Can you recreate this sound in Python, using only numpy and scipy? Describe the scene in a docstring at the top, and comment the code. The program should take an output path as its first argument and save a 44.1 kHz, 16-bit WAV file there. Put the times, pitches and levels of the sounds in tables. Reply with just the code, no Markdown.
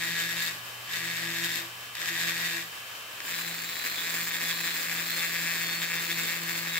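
"""A hard, hollow knocking and a bright rasp open mid-cut: a rotary burr grinds a finned cylinder's port.
The burr knocks on the port wall once a turn and its teeth tear off chips in noisy bursts, over a low drone.
Between four passes the flexible-shaft motor whines freely over fan air and mains hum, and under load it slows.
On the last, long pass the cooling fins sing in tones that flare into squeals, and the barrel rings out."""
import sys
import numpy as np
from scipy import signal
from scipy.fft import rfft, irfft, next_fast_len
from scipy.io import wavfile
from scipy.ndimage import map_coordinates

SR = 44100
rng = np.random.default_rng(int(sys.argv[2]) if len(sys.argv) > 2 else 0)


def dump_mix(stems):
    """Bounce the given channels to the path in sys.argv[1] as a 16-bit WAV at rate SR."""
    frames = np.atleast_2d(stems).T  # one column per channel
    limited = np.clip(frames, -1, 1)  # hard clip at full scale
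    pcm = np.round(limited * 32767).astype(np.int16)
    wavfile.write(sys.argv[1], SR, pcm)


N = 299439
TIME = np.arange(N) / SR

# the burr on the wall, levels before pressure and digs: touch_s, lift_s, knock_db, rasp_db, drone_db
PASSES = [(-0.2, 0.484, -38.5, -42.5, -49.5), (0.828, 1.586, -38.5, -44.5, -50),
          (1.94, 2.585, -38, -43.5, -50), (3.21, 6.946, -37, -42, -49.5)]
# lean of the hand, moving on the long pass, first row held before it: time_s, pressure_db, drone_db
PRESSURE = [(3.2, 0.5, 1), (3.38, -1.5, 2.5), (3.56, -4.5, -3), (3.76, -5.5, -14), (3.97, -3, -11.5),
            (4.07, -1.2, -4), (4.16, -1.5, 0.5), (4.7, -0.9, -3), (5.45, 0, 1.5), (6.1, -1, 1.5),
            (6.79, -2.5, 2)]
# the burr digs in for a moment, negative for a dip: middle_s, length_s, knock_change_db, rasp_change_db
DIGS = [(0.025, 0.085, 3.5, 1.5), (0.08, 0.045, 2, 3.5), (0.11, 0.05, 2.5, 0.5), (0.205, 0.092, 2.5, 3.5),
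        (0.26, 0.04, -2, -0.5), (0.35, 0.03, -6, 0), (0.44, 0.16, -1, 4.5), (0.97, 0.091, 1, 2),
        (1.07, 0.1, 2, 2.5), (1.39, 0.13, 2, 2.5), (1.45, 0.065, 0.5, 5.5), (1.56, 0.16, -1, 4.5),
        (2.088, 0.05, 1, 5.5), (2.23, 0.15, 3, 3.5), (2.292, 0.066, 5, 5.5), (2.465, 0.091, 1.5, 4),
        (3.33, 0.09, 4, -2), (3.4, 0.06, -3, 0), (3.86, 0.055, 8, 6), (4.075, 0.075, 3.5, 0.5),
        (4.14, 0.14, 6, 2), (4.32, 0.11, 5, 0), (4.37, 0.068, 5.5, -1), (4.415, 0.03, 6, -1),
        (4.505, 0.045, 5.5, 1), (4.607, 0.022, 5, 4.5), (4.675, 0.17, 4, 0.5), (4.82, 0.07, -5, 2.5),
        (4.9, 0.08, 6, 0), (5.04, 0.06, -2.5, 0), (4.995, 0.03, 5.5, 1), (5.17, 0.08, 2, 2),
        (5.235, 0.1, 5.5, 4), (5.355, 0.058, 5, -0.5), (5.395, 0.03, 2.5, -1), (5.5, 0.15, 4.5, 0),
        (5.56, 0.034, 3, 0), (5.61, 0.028, 4, 0), (5.73, 0.04, 2, -2), (5.775, 0.06, -4, -1),
        (5.875, 0.041, -4, -1), (5.835, 0.074, 4.5, 0.5), (5.915, 0.11, 4.5, -1.5), (5.98, 0.042, 5.5, -6),
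        (6.11, 0.075, 6.5, -0.5), (6.19, 0.06, 5.5, 2.5), (6.26, 0.13, 2.5, 2), (6.32, 0.072, 5, 0.5),
        (6.395, 0.05, 2, -3.5), (6.45, 0.07, -4, -2), (6.505, 0.07, 4, 2.5), (6.58, 0.069, 3.5, 3.5),
        (6.67, 0.028, 7, -3), (6.765, 0.1, 8, 1)]

# the motor's whine, before its change with load: shaft_order (cycles per turn), level_db
WHINE = [(10, -62), (14, -64), (16, -59.5), (18, -54.5), (20, -71), (22, -68), (24, -71), (32, -68),
         (33, -72), (35, -76), (42, -73), (46, -76), (48, -67), (69, -77), (76, -72)]
# relative colour of the motor's fan and the shop air: pitch_hz, level_db (per Hz)
AIR_COLOUR = [(15, -80), (25, -32.5), (116, -9.5), (152, -16), (391, -13.5), (498, -9), (854, -7.5),
              (1030, -4.5), (1390, -5.5), (2140, -5.5), (2900, -4), (3380, -7.5), (4800, -10),
              (6300, -13.5), (8050, -12.5), (8600, -19), (13000, -12.5), (15700, -15)]
# resonances of the motor housing, which lift the fan noise: pitch_hz, width_hz, lift_db
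HOUSING = [(1180, 120, 4), (1530, 50, 3), (1670, 110, 6), (2490, 110, 4), (2710, 90, 1)]
# slow course of the mains hum: time_s, level_db
HUM = [(0, -60.5), (1.3, -57), (3.0, -66.5), (6.79, -76)]
# the drone's octave swells into a buzz: middle_s, length_s, lift_db
BUZZES = [(0.03, 0.26, 5.5), (0.23, 0.13, 5.5), (1.39, 0.56, 8.5), (1.63, 0.23, 16.5), (2.13, 0.11, 12),
          (2.27, 0.091, 6), (2.58, 0.2, 13.5)]

# the burr catches on an edge: start_s, level_db (before the knock gain), crack_db (relative to level_db)
CATCHES = [(0.876, -28, -7), (0.893, -27, -4), (0.9055, -26, -12), (0.9125, -27, -2), (0.952, -24, -12),
           (1.9525, -22, 3), (1.9695, -21, -4), (1.9815, -25.5, -1), (1.993, -25.5, -4), (2.0045, -26, -3),
           (2.0165, -16, -6), (2.028, -19.5, -6), (2.047, -19, -9), (2.058, -17.5, -6), (2.0877, -20, -7),
           (2.289, -19, -11), (2.295, -19, -11), (3.204, -19.5, -10), (3.252, -25, -12),
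           (3.2756, -22.5, -14), (3.2805, -22.5, -14), (3.292, -22, -14), (3.364, -20, -14),
           (3.797, -23.5, -14), (3.843, -20, -13), (3.945, -20.5, -14), (4.207, -21, -14),
           (4.712, -21, -14), (5.538, -21, -14), (6.24, -20.5, -14)]
# colour of the port wall under a knock: pitch_hz, level_db
PORT = [(200, -28), (450, -21), (800, -21), (1350, -15.5), (1520, -10), (1620, 0.5), (1690, 1), (1900, 0),
        (2050, -3), (2190, -0.5), (2270, -6.5), (2380, -1), (2520, -4), (2690, -5), (2850, -17),
        (3600, -11), (3950, -15), (5000, -12), (15000, -36.5)]
# steady tones at 10 and 11.5 times the shaft rate, kept up by the knocks on the short passes:
# pitch_hz, width_hz, level_db
KNOCK_TONES = [(1686, 16, -2), (1938, 16, 10)]
# colour of the gritty crack in a catch: pitch_hz, level_db
CRACK = [(1000, -20), (2800, -6), (3500, 6), (4100, -5), (7400, -5), (10000, -16)]
# diffuse answer of bench and walls: pitch_hz, decay_s (to -60 dB)
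SHOP = [(200, 0.079), (2000, 0.29), (12000, 0.091)]

# relative colour of chips torn off on the first three passes: pitch_hz, level_db (per Hz)
RASP_FIRST = [(60, -24), (250, -3.5), (900, -21), (1700, 0.5), (2500, 1.5), (3100, 3), (3680, 6),
              (4050, 3.5), (5100, 0.5), (5900, -6), (7400, 1), (9400, -11.5), (13000, -0.5), (15600, -10)]
# relative colour of chips torn off on the last pass: pitch_hz, level_db (per Hz)
RASP_LAST = [(60, -18), (150, -15), (245, -4), (800, -16), (1700, 1.5), (2500, -3), (2950, -7.5),
             (3950, -5.5), (4700, -4), (5100, -1.5), (5400, -10.5), (6300, -11.5), (7200, -6), (8400, -13),
             (9800, -16.5), (11000, -11.5), (13600, -5.5), (14700, -10), (15600, -8)]
# likeness of left and right noise: pitch_hz, likeness (0-1)
ALIKE = [(60, 0.85), (160, 0.71), (300, 1), (700, 0.47), (1300, 0.074), (3300, 0.15), (6000, 0)]
# high casting modes that lift the rasp: pitch_hz, width_hz, short_pass_lift_db, long_pass_lift_db
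CASTING = [(5650, 200, 2, 4), (6130, 150, 4, 7), (6490, 130, 3, 8), (6700, 150, 2, 5), (7070, 110, 5, 9),
           (7350, 170, 4, 13), (7800, 170, 0, 6), (8070, 130, 6, 10), (8576, 130, 3, 14),
           (9060, 140, 6, 12), (9230, 100, 1, 7), (9560, 150, 1, 6), (10492, 100, 3, 13),
           (11800, 250, 4, 0), (12317, 90, 0, 8), (12630, 170, 0, 4), (13080, 150, 0, 6), (13361, 80, 0, 8),
           (13600, 200, 4, 5), (13880, 90, 1, 5), (14100, 170, 1, 10), (14357, 70, 1, 12),
           (15050, 160, 3, 11), (15155, 90, 7, 12), (15353, 100, 1, 9)]
# narrow tones in the short-pass rasp, the lower four at whole and half multiples of the shaft rate:
# pitch_hz, width_hz, level_db
RASP_TONES = [(1686, 14, -1), (1770, 25, -5), (1938, 14, 1), (2690, 20, -8), (3600, 40, -14),
              (3690, 50, -12), (4375, 25, -13)]
# modes of the cylinder barrel, rung on the long pass: pitch_hz, width_hz, level_db
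BARREL = [(3435, 55, 0), (3600, 35, 1.5), (3709, 25, 0)]
# the barrel rings out as the burr bears on it: middle_s, length_s, lift_db
RINGS = [(3.34, 0.19, 8), (3.78, 0.13, 4), (4.0, .14, 13), (4.09, .1, 7), (4.35, .2, 7.5), (4.51, 0.17, 11),
         (4.69, 0.2, 9), (4.99, 0.087, 8), (5.11, 0.089, 8), (5.22, 0.21, 12), (5.58, .1, 7),
         (5.69, 0.19, 11), (5.82, 0.13, 10.5), (6.0, .09, 8), (6.12, .09, 12), (6.25, .14, 11),
         (6.58, 0.088, 3), (6.76, .14, 9.5)]

# singing tones of the fins, with side tones about one hum or shaft rate away, before the trim:
# pitch_hz, steady_level_db
FIN_TONES = [(3842, -61), (4011, -57), (4151, -56), (4310, -61), (4386, -55.5), (4506, -59.5)]
# one of the singing tones flares into a squeal: middle_s, length_s, pitch_hz, peak_db (before the trim)
SQUEALS = [(3.35, .2, 3842, -49), (3.42, .4, 4011, -45.5), (3.59, .26, 4386, -50), (3.66, .12, 3842, -49),
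           (3.77, .12, 3842, -49), (3.79, .42, 4011, -43.5), (3.79, .22, 4386, -49.5),
           (3.9, .18, 4151, -47), (3.91, .14, 4310, -50), (4.02, .24, 4011, -48), (4.05, .24, 3842, -46.5),
           (4.17, .24, 4151, -50), (4.36, .14, 4386, -48), (4.4, .14, 3842, -48), (4.52, .1, 3842, -46),
           (4.56, .2, 4386, -45.5), (4.57, .14, 4151, -46), (4.6, .62, 4011, -46.5), (4.64, .28, 3842, -46),
           (4.69, .26, 4151, -44), (4.75, .14, 4386, -47), (5.08, .26, 3842, -49), (5.08, .28, 4011, -49),
           (5.13, .22, 4151, -41.5), (5.14, .24, 4386, -45), (5.26, .2, 4151, -47),
           (5.37, .22, 4506, -49.5), (5.4, .3, 4011, -50), (5.51, .2, 4151, -49), (5.5, .16, 4386, -49),
           (5.72, .4, 4386, -41.5), (5.85, .2, 3842, -49.5), (5.86, .22, 4506, -50),
           (6.07, .26, 4506, -49.5), (6.14, .18, 3842, -49), (6.14, .5, 4011, -50), (6.16, .26, 4386, -45),
           (6.28, .14, 4386, -46.5), (6.55, .34, 4386, -45.5), (6.73, .16, 3842, -42.5)]

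FREE_HZ, LOADED_HZ = 170.15, 168.25  # shaft turns per second, around which the speed wavers
HUM_HZ = 119.8
AIR_DB = -40.26
SPIN_UP_S = 0.049  # the motor's inertia
SKIM_S = 0.0399  # the burr skims the wall this long before it starts to knock
BITE_S, SCRAPE_S, LIFT_S = 0.0999, 0.1, 0.06036  # the knock builds, the rasp builds, the burr comes free
DRONE_BUILD_S, DRONE_EASE_S = 0.28, 0.2  # the bench is slower to get shaking and calms before the lift
DRONE_SWAY_DB = 1.8
BUZZ_DB, BUZZ_SWAY_DB = -8, 2  # the drone's octave under the drone, before its swells, and its waver
RASP_GROWS = 0.8  # rasp dB per dB of pressure; the knock follows one to one
TREMOR_DB, TREMOR_PER_S = 0.5, 16  # the unsteady hand
CHATTER_DB, CHATTER_PER_S = 0.83, 42  # the knock flutters on the long pass
BOUNCE_DB = 1.2  # short-pass strikes alternate this much harder and softer
MISS_FIRM, MISS_PER_DB = 0.1, 0.085  # share of grazing turns at 0 dB pressure, and more per dB eased off
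GRAZE_DB = -11  # a graze, against a full strike
KNOCK_TONES_DB = -17  # against the knock
BARREL_DB = -49  # before the ring-outs
TOP_HZ = 15770  # upper band limit of the whole sound


def amp(db):
    """Decibels to gain."""
    return 10 ** (np.asarray(db) / 20)


def unit(x):
    """Scaled to rms 1."""
    return x / np.sqrt(np.mean(x ** 2) + 1e-20)


def along(points, hz):
    """Reads (Hz, value) points on a log frequency axis."""
    f, v = np.transpose(points)
    return np.interp(np.log(hz + 1), np.log(f + 1), v)


def curves(rows):
    """One value per sample for each column after the time."""
    s, *cols = np.transpose(rows)
    return [np.interp(TIME, s, col) for col in cols]


def wobble(rate):
    """A smooth random curve, rate knots a second."""
    knots = rng.standard_normal(int(N * rate / SR) + 4)
    return map_coordinates(knots, [TIME * rate])


def swells(rows):
    """A smooth hump for each (middle s, length s, height, ..) row; one curve per height column."""
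    middle, length, *heights = np.transpose(rows)
    phase = np.clip((TIME - middle[:, None]) / length[:, None], -.5, .5)
    return np.array(heights) @ np.cos(np.pi * phase) ** 2


def filtered(x, response):
    """x shaped by a complex response of frequency, padded so the ring does not wrap round."""
    size = 2 * next_fast_len(N // 2 + SR // 4)
    hz = np.fft.rfftfreq(size, 1 / SR)
    return irfft(rfft(x, size) * response(hz), size)[..., :N]


def lifted(points, modes, hz):
    """A broad (Hz, dB) colour with a bell for each (Hz, width Hz, lift dB) resonance, as a gain."""
    bells = sum(db * np.exp2(-np.minimum((2 * (hz - c) / w) ** 2, 20)) for c, w, db in modes)
    return amp(along(points, hz) + bells)


def metal(points, hz, modes=()):
    """Causal, minimum-phase response of the small casting, which radiates no deep bass."""
    gain = lifted(points, modes, hz) / (1 + (190 / (hz + 1)) ** 4)
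    cepstrum = irfft(np.log(gain + 1e-6))
    half = len(cepstrum) // 2
    # folding the cepstrum forward in time makes the response causal
    cepstrum[1:half] *= 2
    cepstrum[half + 1:] = 0
    return np.exp(rfft(cepstrum))


def resonant(x, bands):
    """x through narrow (Hz, width Hz, dB) resonant band-passes, at rms 1."""
    def ring(hz):
        return sum(amp(db) * 1j * hz * w / (c * c - hz * hz + 1j * hz * w) for c, w, db in bands)
    return unit(filtered(x, ring))


def noise_pair():
    """White stereo noise, alike in the bass and unrelated in the treble."""
    def mid_side(hz):
        turn = np.arccos(np.clip(along(ALIKE, hz), -1, 1)) / 2
        return np.array([np.cos(turn), np.sin(turn)])
    mid, side = filtered(rng.standard_normal((2, N)), mid_side)
    return np.array([mid + side, mid - side])


def pulses(times, sizes):
    """Band-limited clicks placed between samples."""
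    at = np.asarray(times)[:, None] * SR
    taps = np.floor(at).astype(int) + np.arange(-7, 9)
    shape = np.sinc(taps - at) * np.sinc((taps - at) / 8)  # windowed sinc
    return np.bincount(np.clip(taps, 0, N).ravel(), (sizes[:, None] * shape).ravel(), N + 1)[:N]


def dying(x, seconds):
    """Every click of x becomes an exponential decay."""
    return signal.lfilter([1], [1, -np.exp(-1 / (seconds * SR))], x)


def lingering(level, ring_s, tail_db):
    """A level curve that leaves a weaker, dying tail when it drops."""
    return np.maximum(level, amp(tail_db) * dying(level, ring_s) / (ring_s * SR))


def leftward(x, db):
    """Louder by db in the left ear than in the right."""
    return x * amp([[db / 2], [-db / 2]])


def partial(cycles, sway_db, drift, rate):
    """A stereo line of rms about 1 that wavers in level and phase, differently at each ear."""
    level = np.array([wobble(rate), wobble(rate)])
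    phase = np.array([wobble(rate), wobble(rate)])
    return np.sqrt(2) * amp(sway_db * level) * np.sin(2 * np.pi * cycles + drift * phase)


def contact(touch, lift, rise_s, fall_s):
    """Rises as the burr sinks in, holds, and is gone once it has come free (0-1)."""
    rise = np.clip((TIME - touch) / rise_s, 0, 1)
    fall = np.clip((lift + LIFT_S - TIME) / fall_s, 0, 1)
    return rise * fall


def long_pass():
    """Contact with the wall on the last pass alone (0-1)."""
    touch, lift = PASSES[-1][:2]
    return contact(touch + SKIM_S, lift, BITE_S, LIFT_S)


def passes(last):
    """Load (0-1) and the gains of knock, rasp and drone: wall contact times the pressure of the hand."""
    knock = scrape = shake = 0
    for touch, lift, knock_db, rasp_db, drone_db in PASSES:
        knock = knock + amp(knock_db) * contact(touch + SKIM_S, lift, BITE_S, LIFT_S)
        scrape = scrape + amp(rasp_db) * contact(touch, lift, SCRAPE_S, LIFT_S)
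        shake = shake + amp(drone_db) * contact(touch, lift, DRONE_BUILD_S, DRONE_EASE_S)
    lean_db, lean_drone_db = curves(PRESSURE)
    pressure_db = lean_db + TREMOR_DB * wobble(TREMOR_PER_S)
    dig_knock_db, dig_rasp_db = swells(DIGS)
    chatter_db = last * CHATTER_DB * wobble(CHATTER_PER_S)
    knock = knock * amp(pressure_db + dig_knock_db + chatter_db)
    scrape = lingering(scrape, ring_s=0.053, tail_db=-3) * amp(RASP_GROWS * pressure_db + dig_rasp_db)
    shake = shake * amp(lean_drone_db + DRONE_SWAY_DB * wobble(TREMOR_PER_S))
    # a knock gain of -41 dB or more loads the motor fully
    freedom = 1 - np.clip(knock / amp(-41), 0, 1) ** 2
    load = 1 - dying(freedom, SPIN_UP_S) / (SPIN_UP_S * SR)
    return load, knock, scrape, shake


def shaft(load):
    """Turns made: the motor slows a little, and wavers more, as the burr bites."""
    waver_hz = (0.0712 + 0.1839 * load) * wobble(9)
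    speed_hz = FREE_HZ + (LOADED_HZ - FREE_HZ) * load + waver_hz
    return np.cumsum(speed_hz) / SR


def strikes(turns, last, jitter_s, stray_s, scatter_db):
    """One uneven strike a turn: a lightly held burr grazes more, and on short passes it bounces."""
    number = np.arange(1, int(turns[-1]))
    times = np.interp(number, turns, TIME)
    late, stray, strength = rng.standard_normal((len(times), 3)).T
    bounce_db = BOUNCE_DB * (-1) ** number * (1 - np.interp(times, TIME, last))
    pressure_db = np.interp(times, TIME, curves(PRESSURE)[0])
    miss = np.clip(MISS_FIRM - MISS_PER_DB * pressure_db, 0, .8)
    graze_db = GRAZE_DB * (rng.random(len(times)) < miss)
    scattered_db = scatter_db * np.minimum(strength, .7)
    # the division makes up for the energy lost to grazes
    sizes = amp(scattered_db + bounce_db + graze_db) / np.sqrt(1 - miss)
    # only the larger strays are kept
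    return times + jitter_s * late + stray_s * stray * (abs(stray) > 1), sizes


def motor(turns, load):
    """Fan air, the whine of armature and blades that weakens under load, and mains hum."""
    lines = 0
    for order, db in WHINE:
        lines = lines + amp(db) * partial(order * turns, sway_db=.8, drift=.15, rate=10)
    whine = amp(2.8 - 7.5 * load) * lines
    air = unit(filtered(noise_pair(), lambda hz: lifted(AIR_COLOUR, HOUSING, hz)))
    hum = amp(curves(HUM)[0]) * np.sqrt(2) * np.sin(2 * np.pi * HUM_HZ * TIME)
    return leftward(amp(AIR_DB + 0.91 * wobble(18)) * air + whine + hum, db=1.0)


def drone(turns, shake, ring_s):
    """The burr's once-a-turn push shakes cylinder and bench, which hum on briefly after it lifts."""
    angle = 2 * np.pi * turns
    level = lingering(shake, ring_s, tail_db=-2.5)
    first = level * np.sin(angle)
    buzz_db = BUZZ_DB + swells(BUZZES)[0] + BUZZ_SWAY_DB * wobble(18)
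    octave = level * amp(buzz_db) * np.sin(2 * angle)
    return np.sqrt(2) * (leftward(first, db=2.5) + leftward(octave, db=0.5))


def shop(x, count=12):
    """Bench and walls answer diffusely; the pattern shifts as hands and work move."""
    hz, t, z = signal.stft(rng.standard_normal((count, 2, SR // 4)), SR, nperseg=256)
    decay = amp(-60 * t / along(SHOP, hz)[:, None])
    tails = signal.istft(z * decay, SR, nperseg=256)[1]
    tails /= np.linalg.norm(tails, axis=-1, keepdims=True)
    place = np.linspace(0, count - 1, N)
    answer = 0
    for k, tail in enumerate(tails):
        share = np.sqrt(np.clip(1 - abs(place - k), 0, 1))  # crossfade from tail to tail
        answer = answer + signal.oaconvolve((x * share)[None], tail, axes=1)[:, :N]
    return answer


def knocks(times, sizes, knock, last):
    """Each strike gives a short, hollow knock in the port; a catch adds a hard one with a gritty crack."""
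    blows = pulses(times, sizes)
    hollow = unit(filtered(blows, lambda hz: metal(PORT, hz)))
    tones = amp(KNOCK_TONES_DB) * (1 - last) * resonant(blows, KNOCK_TONES)
    run = knock * (hollow + tones)
    s, db, crack_db = np.transpose(CATCHES)
    hard_knock = amp(21.5) * filtered(pulses(s, amp(db)), lambda hz: metal(PORT, hz))
    grit = dying(pulses(s, amp(db + crack_db)), seconds=.002) * rng.standard_normal(N)
    crack = filtered(grit, lambda hz: metal(CRACK, hz))
    dry_knocks = run + hard_knock + crack
    # the left ear is a little nearer: 65 microseconds ahead of the right
    ears = np.array([[1], [-1]])
    direct = filtered(dry_knocks, lambda hz: np.exp(1j * np.pi * hz * 6.5e-5 * ears))
    return leftward(direct + amp(-9) * shop(dry_knocks), db=2.7)


def rasp(times, sizes, scrape, last, burst_s, steady, gritty_db):
    """Teeth tear chips in a burst per strike and scrape on between, ringing casting and barrel."""
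    bites = sizes * amp(3.5 * np.minimum(rng.standard_normal(len(sizes)), 1))
    bursts = unit(dying(pulses(times, bites), burst_s))
    grit = amp(gritty_db * wobble(1800) + 1.02 * wobble(35))
    chips = unit((bursts + steady) * grit * noise_pair())
    first_modes = [(hz, width, db) for hz, width, db, _ in CASTING]
    last_modes = [(hz, width, db) for hz, width, _, db in CASTING]
    first_cut = amp(6.5) * unit(filtered(chips, lambda hz: metal(RASP_FIRST, hz, first_modes)))
    first_cut = first_cut + amp(3.0) * resonant(chips, RASP_TONES)
    last_cut = amp(8.5) * unit(filtered(chips, lambda hz: metal(RASP_LAST, hz, last_modes)))
    barrel = amp(BARREL_DB + swells(RINGS)[0]) * long_pass() * resonant(chips, BARREL)
    return leftward(scrape * ((1 - last) * first_cut + last * last_cut), db=1.2) + barrel


def fins():
    """On the last pass the fins sing with side tones; the squeal hops from tone to tone as the burr slides."""
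    singing = 0
    for hz, steady_db in FIN_TONES:
        steady = amp(steady_db)
        flares = [(s, length, amp(db) - steady) for s, length, pitch, db in SQUEALS if pitch == hz]
        tone = partial(hz * TIME, sway_db=1.3, drift=.45, rate=16)
        singing = singing + (steady + swells(flares)[0]) * tone
    return leftward(amp(0.3) * long_pass() * singing, db=-1.0)


def scene():
    """One shaft paces whine, drone, knocks and rasp; the fins' singing tones and side tones join them."""
    # 0 on the short passes, 1 on the last one
    last = curves([(3.0, 0), (3.2, 1)])[0]
    load, knock, scrape, shake = passes(last)
    turns = shaft(load)
    times, sizes = strikes(turns, last, jitter_s=2.8e-5, stray_s=8e-5, scatter_db=0.5)
    running = motor(turns, load) + drone(turns, shake, ring_s=0.087)
    knocking = knocks(times, sizes, knock, last)
    rasping = rasp(times, sizes, scrape, last, burst_s=0.0018, steady=3.0, gritty_db=2.5)
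    return running + knocking + rasping + fins()


def record(dry):
    """Keeps nothing at or above the band limit."""
    return filtered(dry, lambda hz: hz < TOP_HZ)


dry = scene()
out = record(dry)
dump_mix(out)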